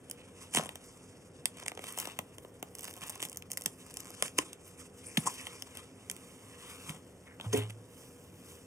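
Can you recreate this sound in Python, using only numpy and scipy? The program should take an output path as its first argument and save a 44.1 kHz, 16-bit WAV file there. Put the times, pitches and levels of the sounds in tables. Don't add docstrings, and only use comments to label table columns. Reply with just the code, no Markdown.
import sys
import numpy as np
from scipy import signal
from scipy.fft import rfft, irfft
from scipy.io import wavfile

SR = 44100
rng = np.random.default_rng(int(sys.argv[2]) if len(sys.argv) > 2 else 0)


def master(y):
    cut = np.clip(np.atleast_2d(y).T, -1, 1)
    pcm = np.round(cut * 32767)
    wavfile.write(sys.argv[1], SR, pcm.astype(np.int16))


N = 381906
MS = SR // 1000
TIME = np.arange(N) / SR


def undb(db):
    return 10 ** (np.asarray(db) / 20)


def unit(x):
    return x / np.sqrt(np.mean(x ** 2))


def fade(t, t60):
    return np.exp(-np.log(1000) * t / t60)


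def response(points, size=512):
    hz, db = np.transpose(points)
    f = np.maximum(np.fft.rfftfreq(2 * size, 1 / SR), 1)
    level = np.interp(np.log(f), np.log(hz), db)
    cepstrum = irfft(np.log(undb(level)))
    cepstrum[1:size] *= 2
    cepstrum[size + 1:] = 0
    return irfft(np.exp(rfft(cepstrum)))[:size]


def colour(x, points, size=512):
    return signal.fftconvolve(x, response(points, size=size))[:len(x)]


def low_pass(x, order, hz):
    return signal.lfilter(*signal.butter(order, hz, fs=SR), x)


def high_pass(x, order, hz):
    return signal.lfilter(*signal.butter(order, hz, "high", fs=SR), x)


def resonance(x, hz, width_hz):
    return signal.lfilter(*signal.iirpeak(hz, hz / width_hz, fs=SR), x)


def add(out, s, x):
    i = max(int(s * SR), 0)
    out[i:i + len(x)] += x[:max(len(out) - i, 0)]


def walk(rate):
    return np.interp(TIME * rate, np.arange(4096), rng.standard_normal(4096))


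def grains(rate, spread_db):
    size = undb(spread_db * np.minimum(rng.exponential(size=N), 4))
    slipping = rng.random(N) < rate / SR
    return unit(slipping * size * rng.standard_normal(N))


def swell(t, peak_s, rise_s, fall_s):
    before = (peak_s - t) / abs(rise_s)
    after = (t - peak_s) / abs(fall_s)
    return undb(-20 * np.maximum(before, after) ** 1.15)


def wander(x, splits_hz, sway=1):
    lows = [signal.sosfiltfilt(signal.butter(4, hz, fs=SR, output="sos"), x) for hz in splits_hz]
    below = [0] + lows + [x]
    return sum((high - low) * undb(3.2 * sway * walk(28)) for low, high in zip(below, below[1:]))


def ring(hz, t60, contact_s, sag=0):
    t = TIME[:SR]
    envelope = fade(t, t60) * np.sin(np.pi / 2 * np.minimum(t / contact_s, 1)) ** 2
    phase = 2 * np.pi * np.cumsum(hz * 2 ** (-sag * t)) / SR
    swing = np.sqrt(2) * envelope / envelope.max() * np.sin(phase)
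    return high_pass(swing, 2, hz / 3)


# f/Hz, level/dB
AIR_SPECTRUM = [(25, -66), (45, 2.5), (65, -6.5), (85, 4), (130, 0.5), (250, -4), (370, -3), (520, -5),
                (640, -11.5), (1000, -18), (2000, -24.5), (4000, -42.5), (9000, -49), (16000, -63)]
# f/Hz, width/Hz, level/dB
AIR_RESONANCES = [(99, 12, -7), (181.1, 5.8, -0.5), (259.9, 7.4, 2), (319, 7.1, -12), (415, 6, -3.5),
                  (480.4, 8.9, 0.5)]
AIR_DB, AIR_MODES_DB = -57, -59.5


def air(side_db=-12, side_hz=600):
    mid, side = (unit(colour(rng.standard_normal(N), AIR_SPECTRUM, size=4096)) for _ in range(2))
    noise = rng.standard_normal(N)
    modes = sum(undb(db) * unit(resonance(noise, hz, width)) for hz, width, db in AIR_RESONANCES)
    side = unit(high_pass(side, 1, side_hz)) * undb(side_db)
    murmur = mid + side * np.array([[1], [-1]])
    return undb(AIR_DB) * murmur + undb(AIR_MODES_DB) * unit(modes)


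# f/Hz, level/dB
WALL_SPECTRUM = [(80, -11.5), (300, -9.5), (1000, -6), (2500, -15.5), (5000, -15.5), (9000, -11.5),
                 (16000, -12)]
ROOM_LOW_T60, ROOM_HIGH_T60 = 0.23, 0.12


def room(x, onset_s=0.002, blend_hz=450):
    t = TIME[:SR // 2]
    shared, left, right = rng.standard_normal((3, len(t)))

    def tail(noise, t60):
        return unit(noise * fade(t, t60) * (t > onset_s)) / np.sqrt(len(t))

    low = low_pass(tail(shared, ROOM_LOW_T60), 2, blend_hz)
    highs = [high_pass(tail(noise, ROOM_HIGH_T60), 2, blend_hz) for noise in (left, right)]
    return np.array([signal.fftconvolve(x, colour(low + high, WALL_SPECTRUM))[:N] for high in highs])


# f/Hz, level/dB
PORT_BALANCE = [(380, -1.5), (700, 1), (1300, 6), (2400, -2.5), (4400, 3), (8100, -2.5), (15000, -0.5)]


def ports(x, turn_hz=3450, turn_width_hz=1900):
    left, right = (colour(x, [(hz, sign * db / 2) for hz, db in PORT_BALANCE]) for sign in (1, -1))
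    left = left - 2 * resonance(left, turn_hz, turn_width_hz)
    return np.array([left, right])


def reflected(x, left_s=0.001036, right_s=0.001306, echo_db=-12):
    lags = [lag * (1 + .25 * walk(5)) for lag in (left_s, right_s)]
    echo = np.array([np.interp(TIME - lag, TIME, side) for side, lag in zip(x, lags)])
    return x + undb(echo_db) * echo


def turning(x, sway_db=0.81):
    return x * undb(sway_db * walk(11) * np.array([[1], [-1]]))


# f/Hz, t60/s, level/dB
DESK_MODES = [(267.6, 0.15, -5.5), (373, 0.021, 5), (417, 0.18, -6), (525, 0.18, -14), (590, 0.035, -11),
              (726, 0.12, -15), (843, 0.18, -24), (1900, 0.055, -16)]
# t/s, level/dB
DESK_KNOCKS = [(7.5334, -31.5), (7.5405, -25), (7.574, -39)]


def desk():
    right_db, lag_s = 2.5, .0004
    out = np.zeros((2, N))
    modes = sum(undb(db) * ring(hz, t60, contact_s=0.0038) for hz, t60, db in DESK_MODES)
    for s, db in DESK_KNOCKS:
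        add(out[0], s + lag_s, undb(db - right_db / 2) * modes)
        add(out[1], s, undb(db + right_db / 2) * modes)
    return out


# t/s, starting f/Hz, sag/(octave/s), t60/s, contact time/s, level/dB
BLOWS = [(.573, 260, 20, .06, .003, -33.5), (1.4566, 2050, 0, .009, .0003, -28),
         (3.661, 215, 35, .06, .002, -41.5), (4.387, 400, 45, .04, .0025, -28),
         (4.3872, 2950, 0, .014, .0005, -27), (4.388, 1030, 2, .021, .0014, -28),
         (5.176, 290, 75, .034, .0085, -23.5), (5.271, 1024, 2, .019, .003, -25),
         (6.895, 166, 5, .057, .005, -38), (7.461, 108.7, 0, .66, .0042, -35.5),
         (7.5714, 108.7, 0, .57, .0058, -36)]


def bumps():
    out = np.zeros(N)
    for s, hz, sag, t60, contact_s, db in BLOWS:
        add(out, s, undb(db) * ring(hz, t60, contact_s, sag))
    return out


# peak t/s, rise/s, fall to -20 dB/s, hiss level/dB, rub level/dB
FINGER_STROKES = [(.17, 0.2, 2.4, -64.5, -61.5), (0.428, 0.043, 0.06, -48, -51), (.56, 0.14, 0, -52, -60),
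                  (.86, 0.12, 0.3, -58.5, -68), (1.04, 0.083, 0.4, -63.5, -74),
                  (1.62, 0.2, 0.1, -63.5, -60), (1.885, 0.11, 0.11, -48, -47),
                  (1.989, 0.053, 0.27, -54, -49), (2.86, 0.17, 0.13, -56, -56.5),
                  (3.05, 0.22, 0.28, -56, -53.5), (3.53, 0.023, 2, -63, -69),
                  (3.8, 0.076, -0.7, -59, -61.5), (4.02, 0.099, 0.6, -58.5, -60.5),
                  (4.26, 0.13, -0.05, -45.5, -47.5), (4.39, 0.034, 0.18, -50, -51),
                  (4.68, 0.12, 0.16, -55.5, -61.5), (4.806, .06, .08, -51.5, -55.5),
                  (5.0, .1, 0.2, -58.5, -65), (5.062, 0.029, 0.03, -50, -64), (5.3, 0.33, 0.35, -48, -53),
                  (5.4, .04, 0.2, -52.5, -56), (5.53, 0.31, 0.42, -56.5, -56),
                  (5.762, 0.05, 0.12, -51, -50), (6.2, 0.49, 1.36, -59.5, -61),
                  (6.709, 0.3, 0.18, -51.5, -49.5), (6.888, 0.23, 0.1, -51, -52),
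                  (7.28, 0.082, 0, -66, -61.5), (7.44, 0.089, 0.7, -61, -63.5), (7.99, 0.14, 0.5, -59, -62),
                  (8.5, 0.25, 0.27, -57.5, -60)]
# f/Hz, level/dB
HISS_SPECTRUM = [(2500, -16), (4200, -12), (5200, -0.5), (7000, -1), (8700, 2), (10200, -3), (11500, -8),
                 (15000, -10), (17000, -47)]
# f/Hz, level/dB
RUB_SPECTRUM = [(200, -7), (600, -12), (1100, 5), (1500, -1.5), (2200, 2.5), (3000, 4.5), (3900, 5),
                (6000, -33.5)]
CREEP_HISS_DB, CREEP_RUB_DB, CREEP_SWAY_DB = -68.5, -70.5, -0.5
PLUSH_FROM_S = 5.85


def sliding(unsteady_db=3.0, plush_unsteady_db=1.0, tick_db=-0.5, ticks_per_s=230, tick_spread_db=4.5,
            grit_spread_db=1.0):
    t = TIME[::MS]
    creep_db = np.array([[CREEP_HISS_DB], [CREEP_RUB_DB]]) + CREEP_SWAY_DB * walk(7.4)[::MS]
    power = undb(creep_db) ** 2
    for s, rise, fall, hiss_db, rub_db in FINGER_STROKES:
        power = power + (undb([[hiss_db], [rub_db]]) * swell(t, s, rise, fall)) ** 2
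    hiss_gain, rub_gain = (np.interp(TIME, t, np.sqrt(p)) for p in power)

    on_card = TIME < PLUSH_FROM_S
    pressure = np.where(on_card, unsteady_db, plush_unsteady_db) * walk(70)
    picking = sum((TIME > start) & (TIME < end) for start, end, _, _ in PICKING_SPELLS)
    crackle = undb(tick_db) * grains(rate=ticks_per_s, spread_db=tick_spread_db) * picking

    def rubbed(spectrum):
        grit = grains(rate=9000, spread_db=grit_spread_db)
        return unit(colour(grit + crackle, spectrum))

    hiss = rubbed(HISS_SPECTRUM) * hiss_gain
    rub = rubbed(RUB_SPECTRUM) * rub_gain
    sway = np.where(on_card, 1, .5)
    hiss = wander(hiss, (6000, 7200, 8400, 9700, 11500), sway)
    rub = wander(rub, (900, 1400, 2000, 2700), sway)
    return (hiss + rub) * undb(pressure)


# peak t/s, rise/s, fall to -20 dB/s, f/Hz, level/dB
STICK_SLIPS = [(3.06, .1, -0.04, 7220, -54), (4.8, 0.09, 0.03, 2244, -64), (5.07, .03, 0.06, 9000, -47),
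               (5.1, 0.16, 1.1, 2300, -59.5), (5.205, 0.013, 0.01, 9800, -42.5),
               (5.386, .03, 0.15, 2390, -54.5), (6.62, .25, -0.03, 1930, -59),
               (7.28, 0.025, 0.14, 1980, -57), (7.532, 0.006, 0.0166, 6020, -37)]


def scuffs(drift=0.045):
    width, unsteady_db, catches_per_s = 0.16, 3.0, 700
    out = np.zeros(N)
    speed = 1 + drift * walk(14)
    pressure = undb(unsteady_db * walk(90))
    slips = grains(rate=catches_per_s, spread_db=2.5) + 1j * grains(rate=catches_per_s, spread_db=1)
    for s, rise, fall, hz, db in STICK_SLIPS:
        span = slice(int((s - 2 * rise) * SR), int((s + 2 * fall) * SR))
        rough = low_pass(slips[span], 2, min(width * hz, 700))
        carrier = np.exp(2j * np.pi * np.cumsum(hz * speed[span]) / SR)
        band = unit(np.real(rough * carrier))
        out[span] += undb(db) * band * pressure[span] * swell(TIME[span], s, rise, fall)
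    return out


# from t/s, level/dB
TOUCHED_SURFACES = [(0, -8), (1.799, 2.5), (3.0, -1.5), (3.7, -5), (5.85, -5), (6.1, -1.5), (7.85, 3.5)]


def edged(x, above_hz=11300):
    top = signal.sosfiltfilt(signal.butter(4, above_hz, "high", fs=SR, output="sos"), x)
    starts, dbs = np.transpose(TOUCHED_SURFACES)
    touching = np.searchsorted(starts[1:], TIME)
    return x + top * (undb(dbs[touching]) - 1)


# peak t/s, rise/s, fall to -20 dB/s, bright level/dB, crack level/dB, card body level/dB
TEARS = [(.54, .014, .012, -35, -39, -48), (0.561, 0.012, 0.04, -27.5, -31, -40),
         (.58, 0.02, 0.15, -53, -46.5, -43.5), (1.995, 0.038, 0.06, -42, -46, -51),
         (3.025, .015, .05, -51, -48, -53), (3.232, .035, .05, -41, -43, -51),
         (4.235, .0083, .07, -43, -48, -56), (4.3838, .003, .002, -21, -36, -42),
         (5.172, .0033, .034, -44, -52, -46), (5.2595, .004, .035, -36.5, -43, -38),
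         (5.273, .01, .014, -30.5, -42, -38), (6.896, .025, .05, -46, -49, -48),
         (6.95, .015, .04, -53, -56, -53), (7.453, .05, .03, -56, -52, -44),
         (7.531, .005, .017, -37, -35, -34.5), (7.575, 0.06, 0.1, -47, -40, -42.5),
         (7.697, .005, .012, -47, -49, -52)]


def rips(slips_per_s=4000, spread_db=2.0, jerk_db=5.0):
    out = np.zeros(N)

    def tear():
        return grains(rate=slips_per_s, spread_db=spread_db) * undb(jerk_db * walk(300))

    slips = tear()
    voices = [unit(colour(slips + tear(), spectrum))
              for spectrum in (FILM_SPECTRUM, CREASE_SPECTRUM, PANEL_SPECTRUM)]
    voices[0] = unit(wander(voices[0], splits_hz=(6500, 9000)))
    for s, rise, fall, *levels in TEARS:
        span = slice(int((s - 2 * rise) * SR), int((s + 3 * fall) * SR))
        mix = sum(undb(db) * voice[span] for db, voice in zip(levels, voices))
        out[span] += swell(TIME[span], s, rise, fall) * mix
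    return out


# start t/s, end t/s, small snaps/(1/s), film level/dB
PICKING_SPELLS = [(0.583, .68, 52, -42), (1.57, 2.12, 20, -45.5), (2.78, 3.36, 52, -46),
                  (3.501, 3.68, 30, -42), (3.86, 4.15, 24, -47)]
SMALL_CREASE_DB, SMALL_FLEX_DB, SMALL_SCATTER_DB = -5.5, -6, 3


def small_snaps():
    rows = []
    for start, end, rate, db in PICKING_SPELLS:
        offsets, scatter = rng.random(32), rng.standard_normal((32, 3))
        times = start + (np.arange(len(offsets)) + offsets) / rate
        levels = db + np.array([0, SMALL_CREASE_DB, SMALL_FLEX_DB]) + SMALL_SCATTER_DB * scatter
        rows += [(s, *dbs) for s, dbs in zip(times, levels) if s < end]
    return rows


# f/Hz, level/dB
FILM_SPECTRUM = [(1500, -102), (4000, -17.5), (5200, -1), (8500, 2), (10200, 0), (11500, -8),
                 (15000, -10.5), (17000, -34)]
PLAIN_SNAP_DB, DULLING, SHARPEST_DB = -15.5, 0.35, 5


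def film_colour(db, above_hz=11300):
    top_db = min(DULLING * (PLAIN_SNAP_DB - db), SHARPEST_DB)
    return [(hz, level + top_db * (hz > above_hz)) for hz, level in FILM_SPECTRUM]


# f/Hz, level/dB
PANEL_SPECTRUM = [(60, -21), (170, 14.5), (500, 4), (1100, 5.5), (1600, -3), (4000, -63)]
FLEX_HZ, FLEX_SCATTER_OCT, FLEX_SAG_S, FLEX_CREST_S = 1559, 0.22, 0.001504, 0.0017
PANEL_TAIL_DB, PANEL_T60 = -4, 0.027


def bending(hz, noise, sharpness=1.5):
    t = TIME[:len(noise)]
    envelope = (t / FLEX_CREST_S * np.exp(1 - t / FLEX_CREST_S)) ** sharpness
    phase = 2 * np.pi * np.cumsum(hz / (1 + t / FLEX_SAG_S)) / SR
    wave = envelope * np.sin(phase)
    onset = np.minimum(t / FLEX_CREST_S, 1)
    tail = unit(colour(noise, PANEL_SPECTRUM)) * fade(t, PANEL_T60) * onset
    return wave + undb(PANEL_TAIL_DB) * tail


# t/s, tape film level/dB, crease crack level/dB, card flex level/dB
LOUD_SNAPS = [(.0987, -34.5, -47, -47), (.112, -27, -40.5, -54), (0.5477, -21.5, -32, -28),
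              (0.549, -23, -27, -32.5), (.572, -27, -17, -21.5), (0.582, -41, -24, -39),
              (0.5943, -35, -35, -51), (0.596, -44, -45, -23.5), (0.6352, -38, -42, -58),
              (0.6584, -37, -40, -36.5), (0.6911, -37, -32, -37.5), (.756, -35, -37, -43),
              (1.4564, -16.5, -22, -37.5), (1.599, -41.5, -46, -51), (1.627, -47, -39.5, -39),
              (1.6355, -42, -52, -54), (1.6623, -34.5, -32.5, -37.5), (1.6816, -25, -26, -42),
              (1.7177, -44, -36.5, -35.5), (1.7746, -49, -37, -34), (1.792, -43, -37.5, -35.5),
              (1.839, -51, -36.5, -38.5), (1.924, -36, -56, -54), (1.976, -34, -35, -31.5),
              (1.9867, -27, -34, -36), (2, -26.5, -37, -52), (2.0545, -36, -33, -41),
              (2.0729, -35.5, -40, -32), (2.1893, -29, -26.5, -28.5), (2.383, -42, -41.5, -43),
              (2.4483, -57.5, -48, -38), (2.6273, -34, -34, -30.5), (2.752, -36, -46, -62),
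              (2.793, -38, -42, -48), (2.83, -40, -44, -48), (2.834, -40, -50, -56),
              (2.8432, -35.5, -44, -52), (2.8808, -45, -36.5, -42), (2.971, -50, -51, -44.5),
              (3.0223, -45, -53, -45), (3.0741, -39, -60, -60), (3.081, -37, -58, -60),
              (3.0958, -30, -40.5, -43), (3.1, -31, -45, -44.5), (3.157, -41, -43, -42),
              (3.202, -49, -35, -47), (3.22, -33.5, -40, -54), (3.227, -28, -27, -34),
              (3.2515, -33.5, -33, -46), (3.297, -35, -57, -61), (3.329, -39, -47, -60),
              (3.3717, -28.5, -46, -50), (3.423, -43.5, -38.5, -54), (3.51, -40, -54, -59),
              (3.5166, -25, -38, -54), (3.5322, -35, -56, -49), (3.5728, -26, -30.5, -54),
              (3.577, -31, -46.5, -52), (3.62, -34.5, -43, -63), (3.638, -40, -60, -52),
              (3.6598, -21, -26, -41), (3.6607, -23, -28.5, -35), (3.941, -37, -49, -61),
              (3.9705, -29, -38, -45.5), (4.004, -33, -43, -54), (4.1043, -38, -58, -41.5),
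              (4.2241, -17, -20, -24), (4.2804, -38, -36.5, -61), (4.384, -21, -32, -28.5),
              (4.3871, -17.5, -18, -24), (4.531, -36.5, -40, -49), (5.1716, -30, -18.5, -51),
              (5.174, -25, -16.5, -29), (5.454, -44, -47, -54), (5.469, -41, -30, -40),
              (5.6223, -30, -35, -46), (5.752, -43, -45, -45.5), (5.7716, -35, -36.5, -45),
              (6.0986, -26.5, -31.5, -48), (6.1133, -30, -38.5, -52), (6.165, -43, -44, -58),
              (6.894, -40, -30, -54), (7.3992, -54, -37, -37.5), (7.4107, -47, -31, -54),
              (7.5325, -52, -42, -37), (7.575, -31, -35, -44), (7.705, -43, -40, -54)]
# f/Hz, level/dB
CREASE_SPECTRUM = [(500, -61), (1400, -12.5), (2000, 1), (2600, 1), (3200, 5.5), (4000, 1), (8000, -78)]


def snaps(film_t60=0.0079, crease_t60=0.011, chatter=0.38, crease_chatter=0.12,
          chatter_scatter_db=3, colour_scatter_db=3.0):
    out, t = np.zeros(N), TIME[:2048]
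    step = 1. * (t == 0)

    def sized(x, db):
        return x * undb(db) * np.sqrt(MS / np.sum(x ** 2))

    def varied(points, draws):
        return [(hz, db + colour_scatter_db * d) for (hz, db), d in zip(points, draws)]

    chance = rng.standard_normal((200, 6, len(t)))
    for (s, bright, crack, flex), draws in zip(list(LOUD_SNAPS) + small_snaps(), chance):
        fibres, folds, panel, film_tint, crease_tint, grip = draws
        loose = chatter * undb(chatter_scatter_db * grip[1])
        film = step + loose * fibres * fade(t, film_t60)
        film = colour(film, varied(film_colour(bright), film_tint))
        crease = step + crease_chatter * folds * fade(t, crease_t60)
        crease = colour(crease, varied(CREASE_SPECTRUM, crease_tint))
        swing = bending(FLEX_HZ * 2 ** (FLEX_SCATTER_OCT * grip[0]), panel)
        add(out, s, sized(film, bright) + sized(crease, crack) + sized(swing, flex))
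    return out


def scene():
    handled = edged(snaps() + rips() + sliding()) + scuffs()
    blows, knocks = bumps(), desk()
    direct = reflected(turning(ports(handled)) + ports(blows)) + knocks
    return direct + room(handled + blows + knocks.mean(axis=0)) + air()


TOP_HZ = 16300


def record(dry, dip_hz=4000, dip_width_hz=800, dip_depth=0.73, low_cut_hz=60):
    dry = signal.sosfilt(signal.butter(3, low_cut_hz, "high", fs=SR, output="sos"), dry)
    dipped = dry - dip_depth * resonance(dry, dip_hz, dip_width_hz)
    return signal.sosfilt(signal.ellip(8, .2, 70, TOP_HZ, fs=SR, output="sos"), dipped)


dry = scene()
out = record(dry)
master(out)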